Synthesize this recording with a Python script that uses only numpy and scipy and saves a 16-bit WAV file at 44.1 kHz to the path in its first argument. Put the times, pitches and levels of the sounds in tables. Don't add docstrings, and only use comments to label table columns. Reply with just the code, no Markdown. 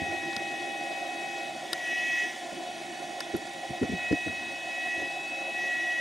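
import sys
import numpy as np
from scipy import signal
from scipy.fft import rfft, irfft, next_fast_len
from scipy.io import wavfile
from scipy.ndimage import uniform_filter1d, map_coordinates

SR = 44100
rng = np.random.default_rng(int(sys.argv[2]) if len(sys.argv) > 2 else 0)


def natural_amplitude(level_db):
    exponent = np.asarray(level_db, float) / 20
    return 10 ** exponent


def wav_out(sig):
    wavfile.write(sys.argv[1], SR, np.round(np.clip(np.atleast_2d(sig).T, -1, 1) * 32767).astype(np.int16))


N = 264996

# time in seconds, pitch in Hz.
SPEED = [(0, 637.5), (1.5, 638.6), (1.85, 642), (2.2, 642), (2.6, 639.7), (4.55, 640.2), (5.3, 644.5),
         (5.7, 642), (6.01, 641.8)]
MIDDLING_DB = -43
ZOOM_IN_S, ZOOM_OUT_S, ZOOM_GLIDE_S = 1.58, 2.94, 1


def unit(x):
    return x / np.sqrt(np.mean(x ** 2) + 1e-20)


def along(points, hz):
    f, v = np.transpose(points)
    return np.interp(np.log(hz + 1), np.log(f + 1), v)


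def curves(rows):
    s, *cols = np.transpose(rows)
    return [np.interp(np.arange(N) / SR, s, c) for c in cols]


def wobble(rate):
    knots = rng.standard_normal(int(N * rate / SR) + 4)
    return map_coordinates(knots, [np.arange(N) * rate / SR])


def filtered(x, response):
    m = next_fast_len(x.shape[-1] + 8192)
    spectrum = rfft(x, m) * response(np.fft.rfftfreq(m, 1 / SR))
    return irfft(spectrum, m)[..., :x.shape[-1]]


def resonance(f, hz, width_hz):
    return 1j * f * width_hz / (hz * hz - f * f + 1j * f * width_hz)


def glide(s):
    return np.clip((np.arange(N) / SR - s) / ZOOM_GLIDE_S + .5, 0, 1)


def zoomed():
    return glide(ZOOM_IN_S) - glide(ZOOM_OUT_S)


def stereo_width():
    return 2.5 + 3 * (1 - glide(ZOOM_IN_S)) - 8 * zoomed()


def combed(f):
    # frequency in Hz, share of the direct sound.
    late_share = [(800, 0.031), (1200, 0.32), (3000, 0.3), (8000, 1), (11000, 0.79), (15000, 0.17)]
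    delay_s = 111.1 / 44100
    return 1 - np.clip(along(late_share, f), 0, 1) * np.exp(-2j * np.pi * f * delay_s)


def narrow_ripple(f):
    # centre in Hz, width in Hz, lift (dip if negative) in dB.
    lifts_and_dips = [(1745, 25, 5), (1885, 18, 6.5), (2030, 20, -5), (2070, 10, 7), (2280, 20, 7.5),
                      (2785, 61, -4), (2935, 45, 7.5), (3502, 70, 6.5), (3560, 52, -6), (4320, 44, -28)]
    return natural_amplitude(sum(db * abs(resonance(f, hz, w)) ** 2 for hz, w, db in lifts_and_dips))


def walls(f):
    late_s = rng.uniform(.006, .045, size=12)
    return 1 + sum(0.12 * np.exp(-2j * np.pi * f * s) for s in late_s)


def rush(colour, patchy_db, path=np.ones_like, width_db=0, open_db=-60):
    # frequency in Hz, side against mid in dB.
    side_share = [(60, 4), (120, -13.5), (300, -12), (700, -10.5), (1300, -10.5), (2400, -0.5), (3500, -12),
                  (4500, -13.5), (6000, -40), (7500, -14.5), (9000, -9), (11000, -12.5), (15000, 0.5)]
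    z = signal.stft(rng.standard_normal((2, N)), nperseg=512)[2]
    field = uniform_filter1d(rng.standard_normal(z.shape[1:]), size=5, axis=0)
    field = uniform_filter1d(field, size=8, axis=1)
    pair = signal.istft(z * natural_amplitude(patchy_db * unit(field)), nperseg=512)[1][:, :N]

    def split(f):
        return colour(f) * [path(f), natural_amplitude(along(side_share, f)), natural_amplitude(open_db + 0 * f)]

    mid, side, direct = filtered(pair[[0, 1, 1]], split)
    direct = np.roll(direct, N // 2)
    return unit(mid + natural_amplitude(width_db) * (direct + side * [[1], [-1]]))


def load():
    # time in seconds, 3rd overtone in dB, 4th over 3rd in dB.
    load_swells = [(0, -38, -2), (1.1, -46, 3), (1.45, -44, 3), (1.53, -58, 10), (1.78, -39, -19),
                   (1.89, -33, -4.5), (2.23, -29.5, -5), (2.33, -45, -11), (2.5, -57.5, 6),
                   (3.8, -46.5, -4), (4.05, -37, 2), (4.62, -46, 5), (4.9, -33.5, -2.5),
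                   (5.04, -35.5, -2.5), (5.16, -49.5, 11.5), (5.5, -45, 8.5), (5.62, -31.5, -6),
                   (6.01, -31, -10)]
    third, tilt = curves(load_swells)
    return third - MIDDLING_DB, third + tilt - MIDDLING_DB


def fan():
    # centre in Hz, width in Hz, level in dB.
    case_rings = [(546.5, 12, -4), (642, 25, -8.5), (678, 45, -5), (722, 24.5, 0.5), (751, 47, -4)]
    # frequency in Hz, gain in dB.
    case_edge = [(400, -41), (500, -3.5), (560, 0), (805, -0.5), (835, -24), (1000, -5)]
    # frequency in Hz, density in dB per Hz.
    hum_colour = [(60, -50), (110, -35), (146, -11), (177, -17.5), (243, -8), (294, -9), (345, 3),
                  (383, -11), (412, -9), (450, -16.5), (495, -21), (560, -24), (700, -60)]
    # frequency in Hz, density in dB per Hz.
    hiss_colour = [(490, -28), (830, -5.5), (861, -13.5), (1040, -7), (1250, -22.5), (1450, -8),
                   (1620, -15.5), (1850, -12), (2090, -12.5), (2610, -11.5), (2740, -15.5), (3380, -8),
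                   (4280, -15), (9180, -22), (15800, -47)]
    # time in seconds, blade tone in dB.
    facing = [(0, -41.5), (1.45, -43.5), (1.8, -56), (2.3, -58.5), (2.5, -51), (3.4, -47.5), (4.1, -54),
              (4.7, -58.5), (4.95, -50), (5.5, -48), (6.01, -59)]

    blade_db, = curves(facing)
    turned = blade_db - blade_db.mean()
    case_db = -42 + 0.18 * turned
    hum_db = -45.3 + zoomed() + 0.14 * turned - 0.6 * np.arange(N) / SR
    hiss_db = -45.5 + 0.028 * load()[0] + 1.4 * zoomed()

    def ring(f):
        power = sum(abs(natural_amplitude(db) * resonance(f, hz, w)) ** 2 for hz, w, db in case_rings)
        return natural_amplitude(along(case_edge, f)) * np.sqrt(power)

    case = natural_amplitude(case_db + 2.1 * wobble(45)) * rush(ring, patchy_db=1.0)
    hum = natural_amplitude(hum_db) * rush(lambda f: natural_amplitude(along(hum_colour, f)), patchy_db=2.5)
    hiss = natural_amplitude(hiss_db) * rush(lambda f: natural_amplitude(along(hiss_colour, f)), patchy_db=1.6,
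                               path=lambda f: narrow_ripple(f) * walls(f) * combed(f),
                               width_db=stereo_width(), open_db=-10.0)
    blade_hz = 5 / 4 * curves(SPEED)[0]
    turn = 2 * np.pi * np.cumsum(blade_hz + 2.1 * wobble(12)) / SR
    blade_gain = np.sqrt(2) * natural_amplitude(blade_db + 1.2 * wobble(10)) * natural_amplitude([[-1.1], [1.1]])
    blade = blade_gain * np.sin(turn + [[.1], [-.1]])
    return natural_amplitude([[-.4], [.4]]) * (case + natural_amplitude([[-.6], [.6]]) * hum + blade) + hiss


def sway():
    # start in seconds, level in dB.
    jolts = [
        (0.0, -50),
        (3.4, -68),
        (3.86, -51),
        (4.2, -56),
    ]
    rise_s, t60_s, still_db = 0.018, 1.13, -77.5
    since = np.maximum(np.arange(N) / SR - np.array(jolts)[:, :1], 0)
    swell = natural_amplitude(np.array(jolts)[:, 1:] - 60 * since / t60_s) * (1 - np.exp(-since / rise_s))
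    rumble = rush(lambda f: resonance(f, 97, 55) ** 2 / (1 + (f / 130) ** 6), patchy_db=2.0)
    return (natural_amplitude(still_db) + swell.sum(axis=0)) * rumble


def bumps():
    # start in seconds, level in dB, rise in seconds,
    # 60 dB decay in seconds, centre in Hz.
    hand_bumps = [(0.013, -29, 0.0058, 0.06, 85), (.365, -38.5, 0.0015, .08, 208),
                  (2.515, -41, 0.0091, .09, 284.4), (3.338, -27, 0.0034, .12, 332.6),
                  (3.695, -33, 0.0045, 0.1, 137), (3.808, -24, 0.0091, 0.091, 246),
                  (3.824, -21.5, 0.0032, 0.091, 323), (3.887, -31, 0.0088, 0.14, 220),
                  (3.914, -24.5, 0.017, 0.098, 200), (4.107, -20.5, 0.0039, 0.079, 389),
                  (4.122, -20.5, 0.0057, 0.079, 291), (4.255, -31, 0.012, 0.17, 299),
                  (4.97, -48, 0.0084, 0.13, 90), (5.012, -35.5, 0.0069, 0.09, 300)]
    out, t = np.zeros((2, N + 8192)), np.arange(8192) / SR
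    push_hz = 85
    push = np.sin(2 * np.pi * push_hz * t)
    push_side = 0.18 * np.gradient(push) * SR / (2 * np.pi * push_hz)
    for s, db, rise, t60, hz in hand_bumps:
        shape = (1 - np.exp(-(t / rise) ** 2)) * natural_amplitude(-60 * np.maximum(t - rise, 0) / t60)
        body = lambda f: resonance(f, hz, 1.9 * hz) * resonance(f, 160, 610) / (1 + (f / 520) ** 10)
        rumble, side = unit(filtered(rng.standard_normal((2, len(t))), body))
        swing = np.sin(2 * np.pi * hz * 1.15 * np.cumsum(np.exp(-t / 0.149)) / SR)
        mid = 0.87 * swing + 0.74 * rumble + 0.29 * push
        bump = mid + (0.32 * side + push_side) * [[1], [-1]]
        out[:, round(s * SR):][:, :len(t)] += natural_amplitude(db + 2) * shape * bump
    bass_cut = lambda f: (1j * f / (65 + 1j * f)) ** 2
    return filtered(out, bass_cut)[:, :N]


def ticks():
    # start in seconds, peak in dB, brightness in octaves over # the second mode
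    # of the dull shell, low body in dB.
    shell_ticks = [(.33, -38, .3, -39), (.365, -20.5, 0.26, -37), (1.7309, -18, .12, -36),
                   (1.7313, -27, 1.25, -30), (3.2042, -25.5, 0.37, -48), (3.206, -34, 1.18, -33.5),
                   (3.35, -55, .4, -40.5), (3.3652, -40.5, 1.7, -60), (3.535, -49, 1.25, -60),
                   (3.831, -48, .9, -35.5), (4.125, -36, .3, -41), (4.28, -52, .9, -41)]
    # centre in Hz, width in Hz, level in dB.
    tick_modes = [
        [(3350, 400, -6.5), (3770, 580, 3)],
        [(4900, 490, 2.5), (5730, 400, -7.5)],
        [(7800, 610, -17), (9100, 1030, 3.5)],
        [(11500, 1100, 9.5), (14300, 3350, 4)],
        [(597, 1200, 9), (1070, 390, -5), (1378, 150, -2), (1750, 320, 2), (2700, 900, 1)],
    ]
    out, t = np.zeros((2, N + 2048)), np.arange(2048) / SR
    lowest_hz = tick_modes[0][1][0]
    octaves = np.log2([modes[1][0] / lowest_hz for modes in tick_modes[:-1]])
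    for s, peak_db, bright, low_db in shell_ticks:
        groups = [*(peak_db - 18 * abs(octaves - bright)), low_db]
        snap = 0.06 * rng.standard_normal((2, len(t))) * natural_amplitude(-60 * t / 0.011)
        snap[:, 0] += [1.1, .9]
        body = lambda f: sum(natural_amplitude(g + db) * SR / w * resonance(f, hz, w) ** 2
                             for g, modes in zip(groups, tick_modes) for hz, w, db in modes)
        out[:, round(s * SR):][:, :len(t)] += natural_amplitude(-7.5) * filtered(snap, body)
    out = out[:, :N]
    airborne = np.clip(0.34 + 0.79 * glide(ZOOM_IN_S), 0, 1)
    return (1 - airborne) * out + airborne * filtered(out, combed)


def motor():
    # level in dB at middling load, growth with the 3rd in dB per dB,
    # growth with the 4th in dB per dB, lift when zoomed in in dB.
    weak_overtones = [(-68, .35, .35, 8.5), (-56.5, -0.019, 0.46, -2), (-63, -0.17, .1, -1.5)]
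    # time in seconds, left over right of the 3rd overtone in dB.
    aim = [(0, 4), (1.3, 6.5), (1.65, 1.7), (2.3, -1.3), (2.7, -11.5), (3.3, -9.5), (3.8, -2), (4.85, -1.4),
           (5.25, 4.5), (5.65, 0.3), (6.01, .4)]
    # frequency in Hz, density in dB per Hz.
    rasp_colour = [(1500, -42), (1680, -5.5), (1900, -2.5), (2200, -5.5), (2700, -7), (3500, -8.5),
                   (4000, -27.5), (6000, -12), (8000, -35)]

    (hz,), (lean_db,), (third, fourth) = curves(SPEED), curves(aim), load()
    levels = [MIDDLING_DB + third, MIDDLING_DB + fourth]
    levels += [db + a * third + b * fourth + c * zoomed() for db, a, b, c in weak_overtones]
    hz = uniform_filter1d(hz, size=SR // 5)
    turn = 2 * np.pi * np.cumsum(hz * (1 + 0.000766 * wobble(40))) / SR

    lead3, lead4 = 0.13 * lean_db, -0.057 * abs(lean_db)
    leads = [lead3, lead4, 0, 0.78 * lead4, 0.37 * lead4]
    leans = [lean_db, 0, 0, 0, 0]
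    flicker = [0.17, 0.13, 0.22, 0.29, 0.099]
    half = np.array([[.5], [-.5]])
    tones = 0
    for k, (db, lean, lead, rough) in enumerate(zip(levels, leans, leads, flicker)):
        size = np.sqrt(2) * natural_amplitude(db + (0.26 + 0.63 * k) * wobble(25) + lean * half)
        size = size * (1 + rough * wobble(220))
        tones = tones + size * np.sin((k + 3) * turn + k * k + lead * half)

    rasp = rush(lambda f: natural_amplitude(along(rasp_colour, f)), patchy_db=1.4,
                path=lambda f: narrow_ripple(f) * combed(f), width_db=-25)
    return tones + natural_amplitude(-48 + 0.38 * third + 4 * zoomed()) * rasp


def scene():
    return fan() + sway() + bumps() + ticks() + motor()


def top_cut(x):
    return signal.sosfilt(signal.butter(12, 15940, fs=SR, output="sos"), x)


def record(dry):
    mix = filtered(dry, lambda f: f < 15760)
    return top_cut(mix)


dry = scene()
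out = record(dry)
wav_out(out)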